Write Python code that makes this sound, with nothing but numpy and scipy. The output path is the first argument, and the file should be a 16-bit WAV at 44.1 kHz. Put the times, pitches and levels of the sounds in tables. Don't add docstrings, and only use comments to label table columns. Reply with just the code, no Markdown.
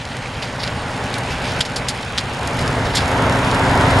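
import sys
import numpy as np
from scipy import signal
from scipy.fft import rfft, irfft, next_fast_len
from scipy.io import wavfile
from scipy.ndimage import uniform_filter1d, map_coordinates

SR = 44100
rng = np.random.default_rng(int(sys.argv[2]) if len(sys.argv) > 2 else 0)


def persist_wave(psi):
    counts = np.round(np.clip(psi, -1, 1) * 32767).astype(np.int16)
    wavfile.write(sys.argv[1], SR, np.atleast_2d(counts).T)


N = 176400
TOP_HZ = 11600


def amp(db):
    return 10 ** (np.asarray(db) / 20)


def unit(x):
    return x / np.sqrt(np.mean(x ** 2) + 1e-20)


def along(points, hz):
    freqs, values = np.transpose(points)
    return np.interp(np.log(hz + 1), np.log(freqs + 1), values)


def wobble(rate):
    knots = rng.standard_normal(int(N * rate / SR) + 4)
    return map_coordinates(knots, [np.arange(N) * rate / SR])


def filtered(x, response):
    size = next_fast_len(N + SR // 2)
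    return irfft(rfft(x, size) * response(np.fft.rfftfreq(size, 1 / SR)), size)[..., :N]


def add(track, start, sound):
    part = track[round(start * SR):][:len(sound)]
    part += sound[:len(part)]


def turbulence(spectrum, patchy_db):
    cells = signal.stft(rng.standard_normal(N), nperseg=512)[2]
    patches = uniform_filter1d(rng.standard_normal(cells.shape), size=7, axis=0)
    patches = uniform_filter1d(patches, size=10, axis=1)
    noise = signal.istft(cells * amp(patchy_db * unit(patches)), nperseg=512)[1][:N]
    return unit(filtered(noise, lambda hz: amp(along(spectrum, hz))))


def snap(tilt_db, ring_hz=4000, ring_width_hz=390, size=1024):
    # (frequency [Hz], relative level [dB])
    spectrum = [(200, -51), (1000, -23), (1900, -9), (2600, -10), (3300, -2), (5300, -0.5), (6100, -6),
                (7300, -5), (11500, -13.5)]
    hz = np.fft.rfftfreq(size, 1 / SR)
    rolloff_db = np.clip((TOP_HZ - hz) / 100, -40, 0)
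    ring_db = 3 / (1 + ((hz - ring_hz) / ring_width_hz) ** 2)
    octaves = np.log2(hz / 3300 + .11)
    cepstrum = irfft(np.log(amp(along(spectrum, hz) + tilt_db * octaves + ring_db + rolloff_db)))
    cepstrum[1:size // 2] *= 2
    cepstrum[size // 2 + 1:] = 0
    pulse = irfft(np.exp(rfft(cepstrum)))
    return pulse / np.abs(pulse).max()


def diesel(roar_db, jitter_cycles=.0016, size=16384):
    # (time [s], full firing cycles [1/s])
    speed = [(0, 10.56), (2.3, 10.63), (2.5, 10.9), (2.7, 11.52), (2.9, 11.93), (3.1, 12.15), (4, 12.35)]
    strong_orders = [6, 12, 20, 22, 24, 31, 44, 51, 57, 73, 79]
    strong_db = [2.3, 3.4, 5.3, 8.3, 6.8, 10, 8.7, 8.2, 9.1, 10.7, 8.8]
    # (frequency [Hz], gain [dB])
    body = [(45, -51), (64, -46), (85, -46), (107, -36), (130, -35.5), (145, -45), (190, -43), (222, -53),
            (246, -43.5), (270, -43.5), (320, -55.5), (400, -48.5), (550, -49), (650, -51), (840, -49),
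            (2100, -58.5), (3500, -83)]
    cycles = np.cumsum(np.interp(np.arange(N) / SR, *np.transpose(speed))) / SR
    cycles += jitter_cycles * wobble(18)
    orders = np.arange(size // 2 + 1)
    order_db = 2.5 * rng.standard_normal(len(orders)) * (orders > 12)
    order_db[strong_orders] = strong_db
    phasors = np.exp(2j * np.pi * rng.random(len(orders)))
    one_cycle = irfft(amp(order_db) * (orders < 330) * phasors) * size / np.sqrt(2)
    excitation = np.interp(cycles, np.arange(size) / size, one_cycle, period=1)
    drone = filtered(excitation, lambda hz: amp(along(body, hz)))
    follow_db = .86 * (roar_db - roar_db.mean())
    return drone * amp(follow_db + 1.5 * wobble(6.79))


def crackle(snaps_per_s=140, spread_db=6, growth_db_per_s=4):
    sizes = amp(np.minimum(rng.standard_normal(N), 1.6) * spread_db) * rng.choice([-1, 1], N)
    impulses = sizes * (rng.random(N) < snaps_per_s / SR)
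    snaps = signal.fftconvolve(impulses, snap(tilt_db=3))[:N]
    return snaps * amp(7 + growth_db_per_s * (np.arange(N) - N / 2) / SR)


def ticks(tail_db=-11, t60_s=.025):
    # (time [s], peak level [dB], spectral tilt [dB/octave])
    events = [(.0528, -18, -2), (.168, -16.5, -1), (0.6765, -8.5, -10), (1.141, -8.5, -5),
              (1.1837, -14.5, 6), (2.0303, -13.5, -7), (2.475, -11, 4), (2.592, -12, 1), (2.6778, -8.5, -2),
              (3.324, -15, 0), (3.5135, -9, -4.5)]
    track, t = np.zeros(N), np.arange(SR // 20) / SR
    for start, peak_db, tilt_db in events:
        pulse = snap(tilt_db)
        scatter = unit(signal.fftconvolve(rng.standard_normal(len(t)), pulse)[:len(t)])
        add(track, start, amp(peak_db) * pulse)
        add(track, start, scatter * amp(peak_db + tail_db - 60 * t / t60_s))
    return track


def spurts(rise_s=.008, t60_s=.27):
    # (time [s], hold [s], level [dB])
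    events = [(0.415, 0.02, -28), (0.592, 0.05, -28.5), (1.292, 0.038, -30.5), (1.436, .07, -32),
              (2.577, 0.014, -29), (2.85, 0.0059, -27.5), (2.932, 0.07, -29)]
    # (frequency [Hz], relative level [dB])
    spectrum = [(600, -51), (2000, 4.5), (3500, 3), (5000, 4.5), (6500, -7), (11500, -16.5)]
    t = np.arange(N) / SR
    envelope = np.zeros(N)
    for start, hold, level_db in events:
        decay_db = 60 * np.maximum(t - start - hold, 0) / t60_s
        envelope += np.clip((t - start) / rise_s, 0, 1) * amp(level_db - decay_db)
    sizzle = turbulence(spectrum, patchy_db=1.5) * amp(4.4 * wobble(400))
    return envelope * unit(sizzle)


def pops(gap_s=.0045, repeat_loss_db=8, fry_rise_s=.0052, fry_t60_s=.071):
    # (time [s], lead snap level [dB], second snap level [dB], tail level [dB],
    #       spectral tilt [dB/octave], ring frequency [Hz])
    events = [(1.6068, -3.5, 5.5, -13.5, -5.5, 3280), (1.652, -6, -16, -20.5, -5, 5570),
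              (1.7610, -2.5, -1, -15.5, -1, 4400), (1.8825, -24, 3.5, -12.5, 0, 4440),
              (2.1782, -1.5, 2.5, -15, -7, 3430), (2.9520, -4, -6, -17.5, -0.5, 6700),
              (2.968, -10, -6, -16.5, -5, 3770)]
    track, t = np.zeros(N), np.arange(SR // 5) / SR
    fade = amp(-60 * t / fry_t60_s) * (1 - np.exp(-t / fry_rise_s))
    for start, lead_db, second_db, tail_db, tilt_db, ring_hz in events:
        pulse = snap(tilt_db, ring_hz)
        grains = rng.standard_normal(len(t)) * amp(1.5 * wobble(706)[:len(t)])
        fry = unit(signal.fftconvolve(grains, pulse)[:len(t)])
        add(track, start, amp(lead_db) * pulse)
        for k in range(4):
            delay = (k + 1) * gap_s * (1 + .015 * rng.standard_normal())
            add(track, start + delay, amp(second_db - k * repeat_loss_db) * pulse)
        add(track, start, amp(tail_db) * fry * fade / fade.max())
    return track


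def flames(roar_db, rumble_db, hiss_db):
    # (frequency [Hz], relative level [dB])
    roar_spectrum = [(90, -12), (200, -0.5), (350, -2.5), (560, 0.5), (950, 0.9), (1150, -3), (1500, -2),
                     (2600, -13), (5000, -20), (11000, -31.5)]
    rumble_spectrum = [(12, -28), (28, 0), (50, 7), (70, 12), (120, 9), (165, 1.5), (230, -7), (450, -37)]
    hiss_spectrum = [(500, -23), (1500, 7.5), (2500, 9.5), (5000, -2), (6500, -5), (9500, -10.5),
                     (11500, -38)]
    roar = turbulence(roar_spectrum, patchy_db=1.04) * amp(roar_db + .71 * wobble(24.86))
    rumble = turbulence(rumble_spectrum, patchy_db=.3) * amp(rumble_db + 1.1 * wobble(29.9))
    hiss = turbulence(hiss_spectrum, patchy_db=1.6) * amp(hiss_db + .68 * wobble(25) + 1.37 * wobble(300))
    return roar + rumble + hiss


def scene(widen_db_per_s=3, lean_db=1.5, lean_hz=3000):
    # (time [s], roar level [dB], rumble level [dB], hiss level [dB])
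    blaze = [(0, -34.5, -34, -33.5), (.35, -32.5, -35, -35.5), (.7, -30, -34, -34.5),
             (1.1, -28.5, -33, -31.5), (1.45, -27, -28.5, -32), (1.75, -24.5, -30, -28.5),
             (2.1, -27.5, -30.5, -30.5), (2.42, -26, -30, -32.5), (2.65, -24, -24, -32),
             (2.86, -23, -25, -40), (3.05, -21, -27, -33.5), (3.35, -20.5, -27.5, -35.5),
             (3.72, -19, -24, -35), (4, -17, -19, -35)]
    # (frequency [Hz], gain [dB])
    width = [(400, -42), (700, -24), (1500, -12), (2400, -6.5), (3800, -4.5), (4100, -34)]
    t = np.arange(N) / SR
    times, *levels = np.transpose(blaze)
    roar_db, rumble_db, hiss_db = [np.interp(t, times, level) for level in levels]
    mid = flames(roar_db, rumble_db, hiss_db) + diesel(roar_db)
    mid += pops() + ticks() + spurts() + amp(hiss_db) * crackle()
    scattered = flames(roar_db, rumble_db, hiss_db) + .5 * spurts()
    scattered *= amp(widen_db_per_s * (t - t.mean()))
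    side = filtered(scattered, lambda hz: amp(along(width, hz)))
    lean = amp(lean_db / 2) - 1
    side -= filtered(mid, lambda hz: lean * np.exp(-((hz - lean_hz) / (lean_hz / 2)) ** 4))
    return np.array([mid + side, mid - side])


def record(dry):
    limit_db, release_db_per_s, full_scale = -1, 7, .9
    notches_hz, notch_width_hz = (5900, 7840), 107
    over_db = np.maximum(20 * np.log10(np.abs(dry.mean(0)) + 1e-9) - limit_db, 0)
    release_db = release_db_per_s * np.arange(N) / SR
    duck_db = np.maximum.accumulate(over_db + release_db) - release_db
    duck_db = signal.lfilter([.03], [1, -.97], duck_db)
    clipped = np.clip(dry * amp(-duck_db), -full_scale, full_scale)

    def response(hz):
        notches = [1 - .8 * np.exp(-((hz - centre) / notch_width_hz) ** 2) for centre in notches_hz]
        return np.prod(notches, axis=0) / np.sqrt(1 + (hz / TOP_HZ) ** 180)

    return filtered(clipped, response)


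dry = scene()
out = record(dry)
persist_wave(out)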